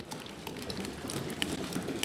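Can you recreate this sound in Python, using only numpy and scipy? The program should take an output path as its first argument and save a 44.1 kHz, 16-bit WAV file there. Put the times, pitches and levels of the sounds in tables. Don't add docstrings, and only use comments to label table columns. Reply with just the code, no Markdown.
import sys
import numpy as np
from scipy import signal
from scipy.fft import rfft, irfft, next_fast_len
from scipy.io import wavfile
from scipy.ndimage import uniform_filter1d, map_coordinates

SR = 44100
rng = np.random.default_rng(int(sys.argv[2]) if len(sys.argv) > 2 else 0)


def wrap_up_sound(samples):
    columns = np.atleast_2d(samples).T
    tamed = np.clip(columns, -1, 1)
    steps = np.round(tamed * 32767).astype(np.int16)
    wavfile.write(sys.argv[1], SR, steps)


N = 90272
T = np.arange(SR // 4) / SR

# time in seconds, level in dB.
PATTER_LEVEL = [(0, -59.5), (.05, -56), (.14, -49.5), (.3, -50.5), (.43, -51), (.54, -54), (.64, -48.5),
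                (.83, -48), (.93, -48.5), (1.05, -47.5), (1.18, -46), (1.27, -46.5), (1.39, -48),
                (1.52, -43.5), (1.66, -44), (1.78, -46), (1.92, -47), (2.04, -46)]


def amp(db):
    return 10 ** (np.asarray(db) / 20)


def unit(x):
    return x / np.sqrt(np.mean(x ** 2) + 1e-20)


def fade(t60, t=T):
    return np.exp(-np.log(1000) * t / t60)


def attack(rise_s, t=T):
    return 1 - np.exp(-t / rise_s)


def along(points, hz):
    point_hz, values = np.transpose(points)
    return np.interp(np.log(hz + 1), np.log(point_hz + 1), values)


def level(rows):
    return amp(np.interp(np.arange(N) / SR, *np.transpose(rows)))


def filtered(x, response):
    m = next_fast_len(2 * len(x))
    hz = np.fft.rfftfreq(m, 1 / SR)
    return irfft(rfft(x, m) * response(hz), m)[:len(x)]


def add(track, s, sound):
    i = max(round(s * SR), 0)
    part = track[i:i + len(sound)]
    part += sound[:len(part)]


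def in_hall(x, wet):
    # frequency in Hz, t60 in seconds.
    hall_fade = [(100, 1.22), (1000, .9), (4000, 0.53), (12000, 0.31)]
    echo = np.zeros(len(x))
    for i in range(0, len(x), len(T)):
        hz, t, z = signal.stft(rng.standard_normal(SR), SR, nperseg=256)
        fading = z * fade(along(hall_fade, hz)[:, None], t)
        tail = signal.istft(fading, SR, nperseg=256)[1]
        tail = tail / np.linalg.norm(tail)
        add(echo, i / SR, signal.fftconvolve(x[i:i + len(T)], tail))
    wet = np.clip(wet, 0, 1)
    return np.sqrt(1 - wet) * x + np.sqrt(wet) * echo


def voiced(x, colour):
    spectrum = rfft(x)
    power = abs(spectrum) ** 2
    smooth = abs(uniform_filter1d(power, size=150)) + 1e-9 * power.mean()
    tint = amp(along(colour, np.fft.rfftfreq(len(x), 1 / SR)))
    y = irfft(spectrum / np.sqrt(smooth) * tint, len(x))
    running_power = abs(uniform_filter1d(y ** 2, size=6000))
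    return (y / np.sqrt(running_power + 1e-20))[-N:]


def wander(position):
    knots = rng.standard_normal(size=64)
    return np.tanh(map_coordinates(knots, [position], mode="mirror"))


def grainy(count):
    GRAIN_DB, GRAINS_PER_S = 5.5, 470
    return amp(GRAIN_DB * wander(np.arange(count) * GRAINS_PER_S / SR))


def slap(hz, octaves, t60):
    RISE_S, SKIRT = 0.00076, 1.1
    RIPPLE_DB, RIPPLE_HZ = 2.5, 675
    t = T[:2048]
    shape = fade(t60, t) * attack(RISE_S, t) * grainy(len(t))

    def resonance(f):
        distance = np.log2((f + 1) / hz) / octaves
        return amp(RIPPLE_DB * wander(f / RIPPLE_HZ)) * (1 + distance ** 2) ** -SKIRT

    burst = filtered(rng.standard_normal(len(t)) * shape, resonance)
    return unit(burst) * np.sqrt(np.mean(fade(t60, t) ** 2))


def crowd():
    # time in seconds, level of the booms in dB.
    boom_level = [(0, -41.5), (.05, -51), (.14, -46), (.3, -48.5), (.42, -47), (.5, -45.5), (.64, -43.5),
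                  (.8, -41.5), (.89, -43), (.96, -48.5), (1.08, -42.5), (1.2, -40), (1.37, -45),
                  (1.52, -38), (1.68, -41.5), (1.78, -41.5), (1.94, -41.5), (2.03, -45.5)]
    # time in seconds, gain of the deep bass against the other booms in dB.
    deep_level = [(0, 0), (.42, -0.5), (.52, 5.5), (.73, 2.5), (.82, -5), (.96, 5), (1.2, -3.5), (1.4, 0.5),
                  (1.7, 0.5), (2.04, 3)]
    # frequency in Hz, typical level in dB, t60 in seconds.
    desk_modes = [(78.4, 0.5, 0.063), (122, -2, 0.084), (196.7, 1.5, 0.045), (273.6, -0.5, 0.054),
                  (401.2, -3.5, 0.041), (542, -11.5, 0.027), (858, -13.5, 0.024)]
    # frequency in Hz, relative level in dB per Hz.
    boom_colour = [(25, -7), (42, -18.5), (65, -7), (100, -6), (135, -3.5), (185, -1), (260, -3),
                   (400, -2.5), (560, -11), (800, -12.5), (1300, -43), (3000, -59)]
    patter_colour = [(200, -9), (500, 3), (850, 3.5), (1300, 4), (2200, 0), (3500, -1.5), (5500, -7),
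                     (7000, -7), (9000, -10.5), (11000, -13.5), (13500, -14.5), (16000, -27)]
    HANDS, BLOWS_PER_S, TIMING_S = 38, 4.2, .025
    NEARNESS_DB, FORCE_DB = 2, 2
    SLAP_HZ, SLAP_SCATTER_OCT, SLAP_T60_S, SLAP_SPREAD_DB = 4300, 0.69, 0.016, 13
    BOOM_WET, PATTER_WET = 0.46, 0.71
    DEEP_HZ = 115
    WASH_DB = -4.5

    booms, slaps = np.zeros(N + SR), np.zeros(N + SR)
    mode_hz, mode_db, mode_t60 = np.transpose(desk_modes)
    for hand in range(HANDS):
        size, pace, near = rng.standard_normal(3)
        desk_hz = mode_hz * np.exp(0.2024 * size)
        desk = np.sin(2 * np.pi * np.outer(desk_hz, T)) * fade(mode_t60[:, None])
        beats = np.arange(rng.random(), 20) / (BLOWS_PER_S * np.exp(.15 * pace))
        for s, (late, force, flat, bright) in zip(beats, rng.standard_normal((20, 4))):
            s += TIMING_S * late
            spot = amp(mode_db) * rng.standard_normal(len(mode_hz))
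            add(booms, s, amp(NEARNESS_DB * near + FORCE_DB * force) * spot @ desk)
            skin = slap(SLAP_HZ * 2 ** (SLAP_SCATTER_OCT * bright), 1.12, SLAP_T60_S)
            add(slaps, s, amp(SLAP_SPREAD_DB * np.tanh(flat)) * skin)

    wash = voiced(rng.standard_normal(N + SR), patter_colour)
    patter = voiced(in_hall(slaps, PATTER_WET), patter_colour) + amp(WASH_DB) * wash
    boom = voiced(in_hall(booms, BOOM_WET), boom_colour)
    deep = filtered(boom, lambda f: DEEP_HZ ** 4 / (f ** 4 + DEEP_HZ ** 4))
    balanced = boom - deep + level(deep_level) * deep
    return level(boom_level) * balanced + level(PATTER_LEVEL) * unit(patter)


def near_hands():
    # start in seconds, level in dB, centre in Hz, spread in octaves, t60 in seconds.
    near_slaps = [(.0005, -36, 1920, 1.1, 0.021), (.112, -38.5, 3950, 1.5, 0.059),
                  (.121, -30, 3260, 1.8, 0.018), (0.201, -31, 11000, 2.3, 0.0042),
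                  (.219, -33, 2370, 0.7, 0.0081), (.262, -33.5, 3650, 0.25, 0.015),
                  (.293, -38.5, 3030, 0.87, 0.021), (0.47, -33, 2670, 0.82, 0.022),
                  (0.469, -33, 9900, 1.1, 0.0093), (.494, -39.5, 3900, 2, 0.02),
                  (0.566, -37, 2090, 0.93, 0.026), (.59, -37, 3080, 1, 0.02),
                  (0.6228, -30, 4200, 1.6, 0.013), (0.631, -37, 2360, 1, 0.022),
                  (0.703, -26.5, 4530, 0.25, 0.0071), (0.7024, -29.5, 10400, 0.14, 0.0046),
                  (.774, -28.5, 3830, 0.47, 0.0044), (.803, -31, 2330, 1.1, 0.014),
                  (.849, -29.5, 2400, 1.06, 0.013), (.8495, -30, 7000, 0.78, 0.013),
                  (1.078, -33.5, 11100, 0.73, 0.011), (1.0987, -23, 9400, 0.18, 0.0063),
                  (1.0978, -32.5, 3930, 0.27, .009), (1.111, -34.5, 3900, 1.1, 0.013),
                  (1.117, -28, 9000, 0.2, 0.0051), (1.1343, -26.5, 6000, 2.3, 0.009),
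                  (1.161, -30, 2780, 2.4, .02), (1.169, -36, 3480, 2.1, 0.029),
                  (1.180, -32.5, 2180, 1, 0.015), (1.302, -28.5, 11000, 1, 0.012),
                  (1.326, -35, 1900, 0.67, 0.015), (1.442, -37, 8000, 0.4, 0.0087),
                  (1.49, -38, 4040, 1.4, 0.0079), (1.495, -40.5, 8100, 0.24, .012),
                  (1.522, -39.5, 9100, 0.19, 0.03), (1.497, -36, 3480, 1, 0.024),
                  (1.518, -30.5, 4600, 2, 0.0063), (1.528, -27, 5600, 1.7, 0.0044),
                  (1.7261, -31.5, 7840, 2.1, 0.025), (1.753, -25, 4900, 2.8, 0.0076),
                  (1.825, -33, 8500, 0.45, 0.0074), (1.9897, -37.5, 5530, 0.98, 0.016)]
    # start in seconds, level in dB, pitch in Hz, t60 in seconds.
    slap_tones = [(.122, -29, 870, 0.037), (.47, -28.5, 893, 0.032), (.4705, -30, 2630, 0.013),
                  (.47, -18, 13200, .004), (.7012, -19.5, 4000, 0.0082), (.7012, -22, 5240, 0.0084),
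                  (1.0988, -21.5, 5540, .01), (1.0988, -26, 4720, 0.011), (1.162, -34, 8050, .022),
                  (1.189, -37, 13350, .03), (1.728, -28, 5470, .014), (1.7275, -26.5, 8000, 0.012),
                  (1.7518, -26, 8860, .008), (2.033, -28.5, 807, 0.011)]
    # start in seconds, level in dB, desk pitch in Hz, t60 in seconds.
    near_knocks = [(.001, -28.5, 259, 0.024), (.127, -33, 247, 0.064), (.14, -37.5, 163, 0.19),
                   (.472, -30, 406, 0.041), (.478, -37, 166, 0.082), (.52, -36.5, 252, 0.094),
                   (0.588, -28.5, 298, 0.028), (.685, -35.5, 451, 0.1), (0.717, -31.5, 117, 0.074),
                   (.778, -30.5, 190.4, 0.27), (.792, -38, 392, 0.069), (0.844, -33.5, 201, 0.14),
                   (0.877, -31.5, 252, 0.086), (.975, -38, 154, .17), (1.044, -32.5, 262.6, 0.11),
                   (1.156, -35, 323, 0.19), (1.157, -31, 136, 0.15), (1.164, -30.5, 497, .05),
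                   (1.182, -21, 188, 0.021), (1.21, -24.5, 155, 0.02), (1.271, -25.5, 346, 0.042),
                   (1.304, -29, 226, 0.074), (1.327, -28.5, 275, .05), (1.422, -28.5, 284, 0.073),
                   (1.426, -32.5, 198, 0.2), (1.469, -29.5, 177, 0.12), (1.504, -39, 199, 0.1),
                   (1.527, -27.5, 255, 0.11), (1.572, -34, 295, 0.092), (1.607, -37.5, 222, 0.096),
                   (1.609, -33, 401, 0.07), (1.753, -28, 400, 0.026), (1.762, -20, 257, 0.043),
                   (1.772, -28, 175.6, .15), (1.846, -31, 174, 0.11), (1.8825, -20.5, 394, 0.03),
                   (1.899, -30, 274.4, .15), (1.945, -33, 333, 0.14), (2.033, -23.5, 417, 0.02)]
    TONE_RISE_S, KNOCK_RISE_S = 0.00063, 0.0012
    OVERTONE_RATIO, OVERTONE_DB = 1.629, -11
    KNOCK_LOW_HZ = 112
    NEAR_WET = 0.059

    slaps, knocks = np.zeros(N), np.zeros(N)
    for s, db, hz, octaves, t60 in near_slaps:
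        add(slaps, s, amp(db) * slap(hz, octaves, t60))
    for s, db, hz, t60 in slap_tones:
        ring = np.sin(2 * np.pi * hz * T)
        add(slaps, s, amp(db) * ring * fade(t60) * attack(TONE_RISE_S))
    for s, db, hz, t60 in near_knocks:
        turn = 2 * np.pi * hz * T
        ring = np.sin(turn) + amp(OVERTONE_DB) * np.sin(OVERTONE_RATIO * turn)
        add(knocks, s, amp(db) * ring * fade(t60) * attack(KNOCK_RISE_S))
    thinned = filtered(knocks, lambda f: f ** 4 / (f ** 4 + KNOCK_LOW_HZ ** 4))
    return in_hall(slaps + thinned, NEAR_WET)


def taps():
    TAPS, TAP_DB, FORCE_DB = 110, -1, 3
    TAP_HZ, SCATTER_OCT, TAP_T60_S = 4150, 0.82, 0.016
    out = np.zeros(N)
    for _ in range(TAPS):
        force, bright = rng.standard_normal(2)
        tick = slap(TAP_HZ * 2 ** (SCATTER_OCT * bright), 0.24, TAP_T60_S)
        add(out, rng.random() * N / SR, amp(TAP_DB + FORCE_DB * np.tanh(force)) * tick)
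    return level(PATTER_LEVEL) * out


def cracks():
    # start in seconds, level in dB, then its snap and its rebound in dB against that level.
    hard_cracks = [(1.4223, -15.5, -10, -8), (2.033, -18, -0.5, -2.5)]
    # frequency in Hz, typical level in dB, t60 in seconds.
    crack_modes = [(825, -11.5, 0.01), (1780, -7, 0.017), (2350, -1, 0.0087), (2970, 4, 0.011),
                   (3350, -8.5, 0.006), (4720, -15.5, 0.015), (5530, -13, 0.014), (7850, -4, 0.0097),
                   (10600, -8, 0.011)]
    RISE_S, SCATTER_DB, SNAP_T60_S, REBOUND_S = 0.0004, 1, 0.0087, 0.0035
    out = np.zeros(N)
    for s, db, snap_db, rebound_db in hard_cracks:
        ring = np.zeros(len(T))
        for k, (hz, mode_db, t60) in enumerate(crack_modes):
            gain = amp(mode_db + SCATTER_DB * rng.standard_normal())
            ring += (-1) ** k * gain * np.sin(2 * np.pi * hz * T) * fade(t60)
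        add(out, s, amp(db) * ring * attack(RISE_S))
        add(out, s, amp(db + snap_db) * slap(5700, 1.45, SNAP_T60_S))
        add(out, s + REBOUND_S, amp(db + rebound_db) * slap(10500, 0.59, 0.0022))
    return in_hall(out, 0.003)


def scene():
    return (crowd() + near_hands() + taps() + cracks())[None]


def record(dry):
    # frequency in Hz, gain in dB.
    mic_colour = [(20, -11), (40, -10), (62, 1.5), (6000, 0), (6800, -4.5), (7700, -0.5), (11000, -0.5),
                  (12200, -5.5), (13400, -4.5), (15000, -6), (16200, -16)]
    DIP_S, DIP_LENGTH_S, DIP_DB = 1.5665, 0.012, -17.5
    TOP_HZ = 16200
    dip = np.exp(-((np.arange(N) / SR - DIP_S) / (DIP_LENGTH_S / 2)) ** 4)
    dipped = dry[0] * amp(DIP_DB * dip)
    return filtered(dipped, lambda hz: amp(along(mic_colour, hz)) * (hz < TOP_HZ))[None]


dry = scene()
out = record(dry)
wrap_up_sound(out)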